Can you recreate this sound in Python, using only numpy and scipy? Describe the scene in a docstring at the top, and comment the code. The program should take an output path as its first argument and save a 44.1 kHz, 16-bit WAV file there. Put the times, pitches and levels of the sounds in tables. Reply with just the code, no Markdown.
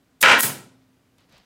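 """A low room tone of filtered noise, with a faint hum, lies under a board-lined workshop throughout.
An air-driven staple gun fires once into a wooden frame: the valve hisses, long tones swell, and the
driver slams home and the frame rebounds, from noise bursts and ringing resonators. The exhaust then
vents in puffs of bright noise, the level dips briefly, and the piston knocks back.
Later a tarpaulin rustles, made of random grains and a few crisp snaps."""
import sys
import numpy as np
from scipy import signal
from scipy.io import wavfile

SR = 44100
rng = np.random.default_rng(int(sys.argv[2]) if len(sys.argv) > 2 else 0)


def transcribe(signal):
    """Save signal, clipped to [-1, 1], as a 16-bit WAV file at the path in sys.argv[1]."""
    frames = np.atleast_2d(signal).T
    limited = np.clip(frames, -1, 1)
    pcm = np.round(limited * 32767).astype(np.int16)
    wavfile.write(sys.argv[1], SR, pcm)


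def ratio(d):
    """dB to gain"""
    e = np.asarray(d, float) / 20
    return 10 ** e


N = 63945  # length in samples


def noise():
    """Two independent rows of white noise, for the two sets of bands."""
    return rng.standard_normal((2, N))


def rms_one(x):
    """Scale a sound to an average (rms) strength of one."""
    return x / np.sqrt(np.mean(x ** 2) + 1e-20)


def at_hz(points, hz):
    """Read a table at one pitch, along a logarithmic frequency axis."""
    table_hz, values = np.transpose(points)
    return np.interp(np.log(hz), np.log(table_hz), values)


def level(rows):
    """Gain over time from rows of seconds and dB, silent outside them."""
    s, db = np.transpose(rows)
    return ratio(np.interp(np.arange(N) / SR, s, db, left=-200, right=-200))


def clicks(rows):
    """One single-sample click for each row of seconds and dB."""
    out = np.zeros(N)
    for s, db in rows:
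        out[int(s * SR)] = ratio(db)
    return out


def lingering(power, t60):
    """Amplitude of a store of power that drains 60 dB in t60 seconds."""
    keep = ratio(-120 / (t60 * SR))  # power kept from one sample to the next
    return np.sqrt(signal.lfilter([1], [1, -keep], power + 1e-30))


# How long sound lingers in the workshop.
# Each row: frequency in Hz, time to fade by 60 dB in seconds.
ROOM_FADE = [(60, .5), (130, .6), (260, 0.58), (500, .55), (1500, 0.36), (4000, .42), (8000, .36),
             (12000, 0.25), (16000, .27)]
EDGES_HZ = 25 * 2 ** np.arange(0, 9.6, 1 / 3)  # edges of third-octave bands


def bands(sources, colour, fed=None):
    """Third-octave bands dealt in turn from two sources; power fed in lingers at the room's rate."""
    out = 0
    for k, (low, high) in enumerate(zip(EDGES_HZ, EDGES_HZ[1:])):
        middle_hz = np.sqrt(low * high)
        x = sources[k % 2]
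        if fed is not None:
            x = x * lingering(fed, at_hz(ROOM_FADE, middle_hz))
        band = signal.butter(2, [low, high], "band", fs=SR, output="sos")
        out = out + ratio(at_hz(colour, middle_hz)) * signal.sosfilt(band, x + 1e-18)
    return out


def crackle(rows, t60):
    """Bright bursts of noise, each dying by 60 dB in t60 seconds."""
    bright = signal.butter(1, [2500, 11300], "band", fs=SR, output="sos")  # Hz
    bursts = rng.standard_normal(N) * lingering(clicks(rows) ** 2, t60)
    return signal.sosfilt(bright, bursts) / 2


# Colour of the room's murmur.
# Each row: frequency in Hz, relative level in dB per Hz.
MURMUR_COLOUR = [(15, -41), (25, -11.5), (117, -1.5), (229, -3), (263, 0.5), (344, -7), (560, -10.5),
                 (911, -13.5), (1160, -14), (1260, -15), (16000, -31.5)]
MURMUR_DB, HUM_DB = -64.5, -72.5
HUM_HZ, HUM_WIDTH_HZ = 263, 12


def room_tone():
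    """Low broad murmur of the workshop, with a faint wavering hum from noise through a narrow peak."""
    murmur = rms_one(bands(noise(), MURMUR_COLOUR))
    peak = signal.iirpeak(HUM_HZ, HUM_HZ / HUM_WIDTH_HZ, fs=SR)
    once = signal.lfilter(*peak, rng.standard_normal(N))
    hum = rms_one(signal.lfilter(*peak, once))
    both = ratio(MURMUR_DB) * murmur + ratio(HUM_DB) * hum
    return both[::-1]  # backwards, so the filters' slow start falls at the end


def jet(rows, colour, echo_db):
    """Escaping air: noise of one colour follows the level rows and leaves an echo in the workshop."""
    hiss = bands(noise(), colour)
    echo = ratio(echo_db) * bands(noise(), colour, fed=level(rows) ** 2)
    return (level(rows) * hiss + echo) / np.std(hiss)


# Air escaping at the valve. Each row: time in seconds, level in dB.
VALVE_LEVEL = [(.206, -55), (.211, -29), (.216, -19), (.221, -25), (.227, -25), (.232, -24), (.239, -38),
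               (.25, -60)]
# Its colour. Each row: frequency in Hz, relative level in dB per Hz.
VALVE_HISS_COLOUR = [(180, -57.5), (300, -18.5), (2520, -22), (3640, -12.5), (4750, -19.5), (6000, -10.5),
                     (15200, -10), (16000, -3)]


def valve():
    """Bright jet hiss as air rushes through the valve."""
    return jet(VALVE_LEVEL, VALVE_HISS_COLOUR, echo_db=-41.5)


# Long rings set off by the shot: two table tones, then one steel tone.
# Each row: frequency in Hz, level in dB before swell and fade, time to fade by 60 dB in seconds.
LONG_RINGS = [(118, -40.5, 1.5), (259.8, -37, 1.5), (1455, -12, .38)]
SHOT_S, SWELL_S = 0.22, 0.05
RING_WANDER = 0.15  # size of the random phase drift


def rings():
    """Two table tones and one steel tone swell, waver a little and die slowly."""
    t = np.maximum(np.arange(N) / SR - SHOT_S, 0)
    swell = (1 - np.exp(-t / SWELL_S)) ** 2
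    out = 0
    for hz, db, t60 in LONG_RINGS:
        wander = np.cumsum(rng.standard_normal(N)) * RING_WANDER * np.sqrt(hz / SR)
        tone = np.sin(2 * np.pi * hz * t + wander)
        out = out + ratio(db - 60 * t / t60) * swell * tone
    return out


# Ways the frame and table can ring: wood rings short, the low table modes linger.
# Each row: frequency in Hz, relative level in dB, time to fade by 60 dB in seconds.
FRAME_MODES = [(118, -28, .6), (145.96, -34, .4), (226, -15, 0.27), (262.9, -20.5, 0.59), (530.4, -10, .15),
               (750, -26.5, 0.19), (942.5, -8.5, 0.27), (1055, -6.5, .15), (1331, -3.5, 0.2),
               (1410, -5.5, 0.23), (1454.6, -5, .25), (1550, -12, 0.072), (1892, -4.5, 0.24),
               (2335, -5.5, 0.24), (2884, -4, 0.028)]
FRAME_DB = -8.5  # gain on all the modes together


def frame(hits, rattle):
    """Each hit sets every mode ringing with a strength of its own; the rattle keeps feeding them."""
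    out = 0
    for hz, db, t60 in FRAME_MODES:
        r = ratio(-60 / (t60 * SR))  # amplitude kept from one sample to the next
        w = 2 * np.pi * hz / SR
        strength = rng.uniform(0.41, 1, N) * rng.choice([-1, 1], N)
        drive = hits * strength + rattle
        top, bottom = [0, ratio(db) * np.sin(w)], [1, -2 * r * np.cos(w), r * r]
        out = out + signal.lfilter(top, bottom, drive + 1e-18)
    return ratio(FRAME_DB) * out


BURST_DB, BURST_T60_S = 6, 0.027
BUILD_S = 0.001  # time for the room's answer to build up
RATTLE_DB, RATTLE_T60_S = -37.5, 0.43  # how much, and how long, rattle keeps the modes going
BLOW_TAIL_DB = -4.5  # gain on burst and ring-out together
GAP_HZ, GAP_WIDTH_HZ = 1157, 170  # a gap in burst and ring-out


def struck(rows, colour):
    """Each hit bursts, rings and rattles the frame, and fills the room with a dying noise."""
    power = clicks(rows) ** 2
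    burst = ratio(BURST_DB) * bands(noise() * lingering(power, BURST_T60_S), colour)
    r = np.exp(-1 / (BUILD_S * SR))
    tail = bands(noise(), colour, fed=signal.lfilter([1 - r], [1, -r], power))
    gap = signal.iirnotch(GAP_HZ, GAP_HZ / GAP_WIDTH_HZ, fs=SR)
    scale = ratio(BLOW_TAIL_DB) / np.std(bands(noise(), colour))
    rattle = ratio(RATTLE_DB) * rng.standard_normal(N) * lingering(power, RATTLE_T60_S)
    return frame(clicks(rows), rattle) + scale * signal.lfilter(*gap, burst + tail)


def cut_thump(x):
    """Weaken everything below 80 Hz."""
    return signal.sosfilt(signal.butter(2, 80, "high", fs=SR, output="sos"), x)


# The driver hits, then the frame rebounds. Each row: time in seconds, relative level in dB.
DRIVER_BLOWS = [(.2272, -10), (.2355, -6.5), (.2585, -8), (.283, -9), (.2965, -9), (.3140, -8),
                (.335, -19.5)]
# Colour of burst and ring-out. Each row: frequency in Hz, relative level in dB per Hz.
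DRIVER_COLOUR = [(30, -44), (90, -39.5), (150, -26), (217, -10), (340, -11.5), (530, -7), (700, -8.5),
                 (1040, 0.5), (1440, 4.5), (2100, -1.5), (2900, -2.5), (3850, -13), (8000, -22.5),
                 (11000, -33.5), (17000, -52.5)]
# Steel crack of the driver. Each row: time in seconds, level in dB before filtering.
STEEL_CRACKS = [(.2272, 0), (.2300, -13.5)]


def blows():
    """The driver's steel cracks, and each blow bursts, rings the frame and fills the room."""
    return cut_thump(crackle(STEEL_CRACKS, t60=0.0092) + struck(DRIVER_BLOWS, DRIVER_COLOUR))


# Air venting in puffs at the exhaust. Each row: time in seconds, level in dB.
EXHAUST_LEVEL = [(.379, -65.5), (.382, -34.5), (.391, -33), (.396, -23), (.403, -24), (.407, -15.5),
                 (.414, -18), (.428, -12), (.44, -31.5), (.455, -26.5), (.48, -38), (.51, -44.5)]
# Its colour. Each row: frequency in Hz, relative level in dB per Hz.
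EXHAUST_HISS_COLOUR = [(300, -50.5), (1000, -38), (3500, -11), (6000, -8.5), (10000, 0), (14500, -2.5),
                       (17000, -4)]


def exhaust():
    """Bright puffs of jet hiss as the spent air vents."""
    return jet(EXHAUST_LEVEL, EXHAUST_HISS_COLOUR, echo_db=-32.5)


def brief_dip():
    """Gain that dips by 9 dB for a moment, with short sloping edges."""
    t = np.arange(N) / SR
    start_s, length_s, edge_s = 0.408, 0.024, 0.003
    inside = np.minimum(t - start_s, start_s + length_s - t)
    return ratio(-9 * np.clip(inside / edge_s, 0, 1))


# The piston returns. Each row: time in seconds, relative level in dB.
PISTON_KNOCKS = [(0.432, -24.5), (.492, -33.5), (.69, -58.5)]
# Colour of burst and ring-out. Each row: frequency in Hz, relative level in dB per Hz.
PISTON_COLOUR = [(30, -30), (70, -15), (130, 3), (260, -2), (500, -7.5), (1400, -6.5), (3000, -13),
                 (17000, -39.5)]
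KNOCK_BASS_DB, KNOCK_BASS_HZ = 15, 200


def knocks():
    """Duller hits; the low table modes answer them more than they answer the blows."""
    low = signal.butter(2, KNOCK_BASS_HZ, fs=SR, output="sos")
    bass = signal.sosfilt(low, frame(clicks(PISTON_KNOCKS), 0))
    return cut_thump(struck(PISTON_KNOCKS, PISTON_COLOUR) + ratio(KNOCK_BASS_DB) * bass)


# Loudness of the rustle. Each row: time in seconds, level in dB.
RUSTLE_LEVEL = [(.79, -100), (.82, -67), (.87, -89), (1.175, -99), (1.185, -61.5), (1.24, -65.5),
                (1.27, -77), (1.295, -66), (1.325, -57.5), (1.345, -54), (1.39, -58), (1.45, -67)]
# Colour of its grains. Each row: frequency in Hz, relative level in dB per Hz.
GRAIN_COLOUR = [(120, -3), (200, 0), (360, -31), (394, -8), (538, -5.5), (1320, -9), (4350, -9.5),
                (16000, -50)]
# Snaps of the sheet. Each row: time in seconds, level in dB before filtering.
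SHEET_SNAPS = [(1.1823, -51), (1.205, -58), (1.2951, -56), (1.324, -47), (1.3794, -48.5)]
GRAINS_PER_S, GRAIN_SPREAD_DB = 2500, 2.5  # in each of the two sources


def tarpaulin():
    """Dense uneven grains under the rustle curve, and a few crisp snaps."""
    sizes = ratio(GRAIN_SPREAD_DB * rng.exponential(1, (2, N))) * rng.choice([-1, 1], (2, N))
    grains = sizes * (rng.random((2, N)) < GRAINS_PER_S / SR)
    rustle = level(RUSTLE_LEVEL) * rms_one(bands(grains, GRAIN_COLOUR))
    return rustle + crackle(SHEET_SNAPS, t60=0.027)


def scene():
    """Mix to one channel; the brief dip touches the staple gun but not the tarpaulin or room tone."""
    murmur = room_tone()
    gun = valve() + rings() + blows() + exhaust() + knocks()
    return (murmur + gun * brief_dip() + tarpaulin())[None]


def band_limit(x):
    """A steep low-pass at the top of the band."""
    return signal.sosfilt(signal.butter(12, 17020, fs=SR, output="sos"), x)


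LIMIT_DB, RELEASE_DB_PER_S, ATTACK_S = -1.0, 313.5, 0.0005
CUTOFF_HZ = 16600


def record(dry):
    """A look-ahead limiter turns down the peaks, then the top of the treble is cut."""
    ramp = RELEASE_DB_PER_S * np.arange(N) / SR
    over = np.maximum(20 * np.log10(np.abs(dry[0]) + 1e-9) - LIMIT_DB, 0)
    held = np.maximum.accumulate(over + ramp) - ramp  # jumps up, recovers steadily
    r = np.exp(-1 / (ATTACK_S * SR))
    ahead = int(2 * ATTACK_S * SR)
    cut_db = np.roll(signal.lfilter([1 - r], [1, -r], held), -ahead)
    low_pass = signal.cheby2(10, 45, CUTOFF_HZ, fs=SR, output="sos")
    mix = signal.sosfilt(low_pass, dry * ratio(-cut_db))
    return band_limit(np.clip(mix, -1, 1))


dry = scene()
out = record(dry)
transcribe(out)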